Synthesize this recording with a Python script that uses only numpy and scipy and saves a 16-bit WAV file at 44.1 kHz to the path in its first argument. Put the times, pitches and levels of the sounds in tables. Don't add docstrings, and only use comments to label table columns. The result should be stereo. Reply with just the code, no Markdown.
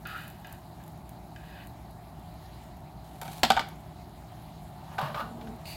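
import sys
import numpy as np
from scipy import signal
from scipy.fft import rfft, irfft
from scipy.io import wavfile

SR = 44100
rng = np.random.default_rng(int(sys.argv[2]) if len(sys.argv) > 2 else 0)


def dump_mix(stems):
    frames = np.atleast_2d(stems).T
    limited = np.clip(frames, -1, 1)
    pcm = np.round(limited * 32767).astype(np.int16)
    wavfile.write(sys.argv[1], SR, pcm)


N = 254016
TIME = np.arange(N) / SR


def from_db(db):
    return 10 ** (np.asarray(db) / 20)


def rms_one(x):
    return x / np.sqrt(np.mean(x ** 2) + 1e-20)


def at_hz(points, hz):
    known_hz, values = np.transpose(points)
    return np.interp(np.log(hz + 1e-3), np.log(known_hz), values)


def drift(rate_hz):
    step, settle = 40, 2000
    r = np.exp(-2 * np.pi * step * rate_hz / SR)
    slow = signal.lfilter([1], [1, -2 * r, r * r], rng.standard_normal(N // step + settle + 2))[settle:]
    return np.interp(np.arange(N) / step, np.arange(len(slow)), rms_one(slow))


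# frequency in Hz, correlation.
LIKENESS = [(100, .99), (300, 0.93), (700, 0.68), (1400, 0.41), (3000, 0.74), (5000, 0.67), (7500, 0.012),
            (12000, 0.71)]

def noise(spectrum=None, size=N):
    hz = np.arange(size // 2 + 1) * SR / size
    mid, side = rfft(rng.standard_normal((2, size)))
    alike = at_hz(LIKENESS, hz)
    both = np.sqrt(1 + alike) * mid + np.sqrt(1 - alike) * side * [[1], [-1]]
    return rms_one(irfft(both * from_db(at_hz(spectrum, hz) if spectrum else 0), size))


def filtered(x, edge_hz, kind, order=2):
    return signal.sosfilt(signal.butter(order, min(edge_hz, .45 * SR), kind, fs=SR, output="sos"), x)


def dying(t, t60):
    return np.exp(-np.log(1000) * t / t60)


def add(out, s, sound):
    start = round(s * SR)
    out[:, start:start + sound.shape[-1]] += sound[:, :N - start]


def lean(x, left_db):
    return x * from_db(left_db * np.array([[.5], [-.5]]))


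def swelling(x, swell_db, per_s):
    spectrum, hz = rfft(x), np.arange(N // 2 + 1) * SR / N
    band = np.digitize(hz, np.geomspace(2000, 13000, 7))
    return sum(irfft(spectrum * (band == k), N) * from_db(swell_db * drift(per_s)) for k in range(8))


def stroke(s, length_s, first_db, last_db, release_s, attack_s=0.0026):
    t = TIME - s
    held = from_db(np.interp(t, [0, length_s], [first_db, last_db]))
    release = dying(np.clip(t - length_s, 0, 2 * release_s), release_s)
    return np.clip(t / attack_s, 0, 1) * held * release


def strokes(rows):
    return sum(stroke(*row[:5]) for row in rows)


def friction(resonances, rough_db=0, slips_per_s=150):
    slips = noise() * from_db(rough_db * drift(slips_per_s))
    out = 0
    for k, (hz, width_hz, db) in enumerate(resonances):
        r = np.exp(-np.pi * width_hz / SR)
        feedback = [1, -2 * r * np.cos(2 * np.pi * hz / SR), r * r]
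        out = out + (-1) ** k * from_db(db) * signal.lfilter([1 - r * r, 0, r * r - 1], feedback, slips)
    out = filtered(out, 0.79 * resonances[0][0], "high", order=6)
    return rms_one(filtered(out, 0.85 * resonances[-1][0], "low", order=3))


# frequency in Hz, relative density in dB.
CRACK_COLOUR = [(40, -40), (200, -25), (500, -5), (740, 8), (1100, 0.5), (1500, 3.5), (2400, 0.5),
                (3400, 4.5), (4900, 0.5), (5800, -7), (8000, -5.5), (9300, -22), (12000, -11), (16000, -13)]

def blows(hits, modes, crack_t60, build_s, vary_db, phase_spread):
    out, t = np.zeros((2, N)), TIME[:SR // 5]
    hz, mode_db, t60 = np.transpose(modes)[:, :, None]
    rings = np.exp(2j * np.pi * hz * t) * dying(t, t60) * (1 - np.exp(-t / build_s))
    signs = (-1) ** np.arange(len(hz))[:, None]
    for s, db, contact_hz, thump_db, crack_db in hits:
        strength = signs * from_db(mode_db + thump_db * (hz < 500) + vary_db * rng.standard_normal(hz.shape))
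        phase = phase_spread * np.minimum(hz / 1000, 1) * rng.standard_normal((len(hz), 2))
        ring = ((strength * np.exp(1j * phase)).T @ rings).imag
        snap = from_db(4.5) * noise(SIZZLE_COLOUR, size=len(t)) * dying(t, t60=0.018)
        crack = noise(CRACK_COLOUR, size=len(t)) * dying(t, crack_t60)
        crack = from_db(crack_db) * filtered(crack, contact_hz, "low", order=1)
        add(out, s, from_db(db) * (filtered(ring + snap, contact_hz, "low") + crack))
    return out


# frequency in Hz, relative density in dB.
FLAME_RUMBLE = [(20, -36), (38, -42), (48, -3), (90, -3), (106, -5), (165, -3), (200, -4), (250, -12),
                (310, -10.5), (480, -22), (600, -46)]
FLAME_ROAR = [(480, -72), (530, -15.5), (610, -3), (730, -0.5), (850, -2.5), (1000, -9), (1350, -16.5),
              (1650, -23.5), (2200, -42), (4000, -56.5)]
GAS_HISS = [(1060, -8), (1800, 4), (2370, 0.5), (2570, -2.5), (2870, -0.5), (3480, -2), (3990, 2),
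            (6070, -10.5), (6650, -5), (8910, -10), (9860, -6.5), (13000, -8), (15100, -10), (16000, -13)]
# time in seconds, gain in dB.
HISS_SWELL = [(0, -2.5), (2.15, -2.5), (2.55, 1), (2.8, -2.5), (4.05, -1.5), (4.45, -1), (4.8, 0.5),
              (5.76, 0)]
# frequency in Hz, rms level in dB, pitch wander in Hz.
HUM_TONES = [(60.1, -56.5, 0.49), (117.9, -56, 1.33), (159.2, -53.5, 3.994), (363, -67, 0.63),
             (724, -61.5, 1.33)]

def burner():
    rumble = from_db(-48.5) * noise(FLAME_RUMBLE)
    uncovered_db = np.interp(TIME, [4.7, 4.81], [0, 3.5])
    roar = from_db(-52 + uncovered_db) * noise(FLAME_ROAR)
    hiss_db = -59.5 + np.interp(TIME, *np.transpose(HISS_SWELL))
    hiss = from_db(hiss_db) * swelling(noise(GAS_HISS), swell_db=1.95, per_s=11)
    hum = 0
    for hz, db, wander_hz in HUM_TONES:
        turns = np.cumsum(hz + wander_hz * drift(3.013)) / SR
        hum = hum + from_db(db) * rms_one(np.sin(2 * np.pi * turns) * from_db(2.15 * drift(5.7)))
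    return lean(rumble + hum, left_db=0.67) + lean(roar, left_db=2.5) + lean(hiss, left_db=0.8)


# frequency in Hz, relative density in dB.
SIZZLE_COLOUR = [(2000, -2), (4500, -15.5), (7000, -1.5), (9000, -4.5), (12000, 1.5), (15000, -2),
                 (17000, -7)]
# start in seconds, peak level in dB.
LOUD_SPITS = [(0.071, -29.5), (0.2788, -35), (0.3012, -36), (0.4707, -39), (0.5255, -33.5), (0.838, -41),
              (0.879, -40), (1.0926, -36.5), (1.6711, -37.5), (2.7691, -42.5), (3.687, -36)]

def butter_frying(flare_lag_s=0.033, fade_db_per_s=3.5, small_spits_per_s=6, small_spit_db=-47):
    resting = from_db(-68 - fade_db_per_s * TIME)
    stirred = from_db(-14) * np.interp(TIME - flare_lag_s, TIME, strokes(STIRS))
    shaken = from_db(-20.5) * strokes(DRAGS) + from_db(-5) * strokes(TILTS)
    out = (resting + stirred + shaken) * rms_one(noise(SIZZLE_COLOUR) * from_db(3.3 * drift(180)))
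    small_spits = [(s, small_spit_db) for s in TIME[rng.random(N) < small_spits_per_s / SR]]
    t = TIME[:SR // 10]
    middling_db = np.median([db for _, db in LOUD_SPITS])
    for s, db in list(LOUD_SPITS) + small_spits:
        t60 = 0.017 * 2 ** ((db - middling_db) / 17.5)
        spit = noise(SIZZLE_COLOUR, size=len(t)) * dying(t, t60)
        add(out, s, from_db(db) * spit / np.abs(spit).max())
    return out


# start and length in seconds,
# first and last level in dB, release in seconds, tap level in dB.
STIRS = [(.052, .15, -44.5, -45, 0.53, -41.5), (.446, 0.097, -52.5, -56, 0.15, -40.5),
         (.8, 0.023, -66, -60, 0.13, -59), (1.361, 0.27, -61, -51.5, 0.17, -40.5)]
# frequency and width in Hz, relative level in dB.
PAN_MODES = [(1630, 123, 3), (2000, 240, -7.5), (2510, 165, -4.5), (2970, 104, -4.5), (3630, 680, -11.5),
             (4900, 220, -11.5)]
PAN_FLOOR_MODES = [(1284, 75, -6), (1444, 57, -4)]

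def spatula_stirring(groan_onset_db=-45.5, tap_cutoff_hz=3440, tap_t60=0.042):
    rub = strokes(STIRS)
    groan = rub * np.minimum(rub / from_db(groan_onset_db), 1.2) ** 2
    rubbing = rub * friction(PAN_MODES, rough_db=0.5, slips_per_s=26)
    groaning = groan * friction(PAN_FLOOR_MODES, rough_db=3, slips_per_s=93)
    taps = [(s, db, tap_cutoff_hz, 0, -0.5) for s, *_, db in STIRS]
    modes = [(hz, db, tap_t60) for hz, _, db in PAN_MODES]
    tapping = blows(taps, modes, crack_t60=0.011, build_s=0.0021, vary_db=2, phase_spread=0.5)
    return lean(rubbing + groaning + tapping, left_db=0.3)


# start and length in seconds, #
# first and last level in dB, release in seconds.
SLIDES = [(3.04, 0.18, -60.5, -58.5, 0.064), (3.214, 0.14, -51, -44.5, 0.38)]
# frequency in Hz, relative density in dB.
SLIDE_COLOUR = [(500, -14), (760, 16.5), (1100, -6), (4300, -4.5), (5300, -12), (7000, -7), (12500, -7.5),
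                (16000, -15)]

def spatula_sliding():
    return lean(strokes(SLIDES) * noise(SLIDE_COLOUR) * from_db(3.5 * drift(110)), left_db=0.3)


# start in seconds, blade level in dB, blade
# cut-off in Hz, relative thump and crack in dB, handle lag in seconds, handle level in dB.
LANDINGS = [(3.2148, -36.5, 12400, -13, -6.5, .0057, -26), (3.256, -52, 5000, -28, 3, .003, -28.5),
            (3.279, -39.5, 7000, -11, -4, .004, -29.5), (3.4326, -21, 7900, 1, 10.5, .003, -19),
            (3.503, -19.5, 6850, -9, 4, .0045, -19), (3.566, -23, 2200, -19.5, -0.5, .0075, -18.5),
            (3.5935, -22, 2830, -10, 3, .004, -28)]
# frequency in Hz, relative level in dB, t60 in seconds.
WORKTOP_MODES = [(159, -5.5, 0.066), (234, -6.5, 0.11), (426, -14, 0.038), (736, -0.5, 0.054),
                 (778, 1.5, 0.058), (825, -7.5, 0.035), (904, -5, 0.053), (990, -10, 0.04),
                 (1190, -9.5, 0.032), (1304, -5, 0.031), (1415, -10, 0.031), (1520, -3.5, 0.03),
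                 (1954, -28, 0.033), (2260, -11, 0.036), (3210, -17, .045), (3634, -7, 0.03)]

def spatula_bouncing(chatter_lag_s=0.016):
    hits = []
    for s, blade_db, blade_hz, thump_db, crack_db, lag_s, handle_db in LANDINGS:
        handle_hz = 2080 * 2 ** ((handle_db + 19) / 4.5)
        hits += [(s, blade_db, blade_hz, thump_db, crack_db),
                 (s + lag_s, handle_db, handle_hz, thump_db, crack_db - 8),
                 (s + chatter_lag_s, blade_db - 10.5, blade_hz, thump_db, crack_db)]
    bouncing = blows(hits, WORKTOP_MODES, crack_t60=0.045, build_s=0.001, vary_db=5.9, phase_spread=0.81)
    return lean(bouncing, left_db=1.5)


# start and length in seconds,
# first and last level in dB, release in seconds, final squeal level in dB.
DRAGS = [(4.879, 0.073, -58, -45, 0.11, -71), (4.98, 0.058, -35.5, -33.5, 0.43, -45),
         (5.147, 0.066, -37.5, -35, 0.13, -31)]
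# frequency and width in Hz, relative level in dB.
GRIND_MODES = [(602, 76, 0), (735, 40, -3.5), (855, 120, -0.5), (1170, 230, -0.5), (1730, 270, -9),
               (2620, 290, -20), (2800, 100, -10), (4280, 4800, -17.5)]
SQUEAL_MODES = [(1206, 40, -1), (1480, 8.3, 3)]

def pan_dragging(squeal_build_db=17):
    grinding = strokes(DRAGS) * friction(GRIND_MODES, rough_db=1.5, slips_per_s=97)
    squeal = sum(stroke(s, length_s, db - squeal_build_db, db, release_s)
                 for s, length_s, _, _, release_s, db in DRAGS)
    return grinding + squeal * friction(SQUEAL_MODES)


# start in seconds, level in dB, contact cut-off in Hz,
# relative thump and crack in dB.
KNOCKS = [(4.983, -31, 2600, -18, -1), (4.987, -28.5, 1900, -17, -1.5), (5.027, -37, 1200, 2, -12),
          (5.1, -37.5, 1100, 1, -5), (5.145, -35, 2400, -6.5, 2.5), (5.412, -46, 2700, 0, 2.5),
          (5.472, -51, 2480, -7, 5)]
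# frequency in Hz, relative level in dB, t60 in seconds.
GRATE_MODES = [(143, 3.5, 0.23), (227, -15, 0.21), (640, -2.5, 0.13), (768, 1.5, 0.09), (846, -6, 0.088),
               (990, -7.5, 0.17), (1188, -7, 0.066), (1533, 2.5, 0.033), (2340, -6, 0.049), (3800, -19, .1)]

def pan_knocking():
    return blows(KNOCKS, GRATE_MODES, crack_t60=0.062, build_s=0.00054, vary_db=2.5, phase_spread=0.53)


# start and length in seconds, first and last level in dB,
# release in seconds.
LIFTS = [(5.0, 0.51, -52, -45, 0.33)]
# frequency and width in Hz, relative level in dB.
SHUFFLE_MODES = [(228.7, 16.6, 4), (314, 35, -6.5), (437, 35, -0.5)]

def pan_lifting():
    return strokes(LIFTS) * friction(SHUFFLE_MODES, rough_db=1, slips_per_s=30)


# start and length in seconds, first and last level in dB,
# release in seconds.
TILTS = [(5.653, 0.078, -45.5, -45.5, 0.39)]
# frequency and width in Hz, relative level in dB.
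RASP_MODES = [(2400, 1000, -1.5), (2940, 220, 0), (3460, 530, -23), (4540, 230, 3.5), (4920, 170, -3),
              (9300, 1400, -7)]

def pan_tilting():
    return strokes(TILTS) * friction(RASP_MODES)


def kitchen(x, room_db=-9.5):
    t = TIME[:SR // 2]
    early = noise(size=len(t)) * dying(t, t60=0.22)
    tail = from_db(2) * filtered(noise(size=len(t)), 14700, "low") * dying(t, t60=0.39)
    walls = filtered((early + tail) * (t > .004), 280, "high")
    walls = walls / np.sqrt(np.sum(walls ** 2) / 2)
    return from_db(room_db) * signal.fftconvolve(x.mean(axis=0)[None], walls, axes=1)[:, :N]


def scene():
    spatula = spatula_stirring() + spatula_sliding() + spatula_bouncing()
    frying_pan = lean(pan_dragging() + pan_knocking() + pan_lifting() + pan_tilting(), left_db=0.4)
    near = butter_frying() + spatula + frying_pan
    return burner() + near + kitchen(near)


def record(dry, cutoff_hz=16000):
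    return signal.sosfilt(signal.ellip(10, .1, 80, cutoff_hz, fs=SR, output="sos"), dry)


dry = scene()
out = record(dry)
dump_mix(out)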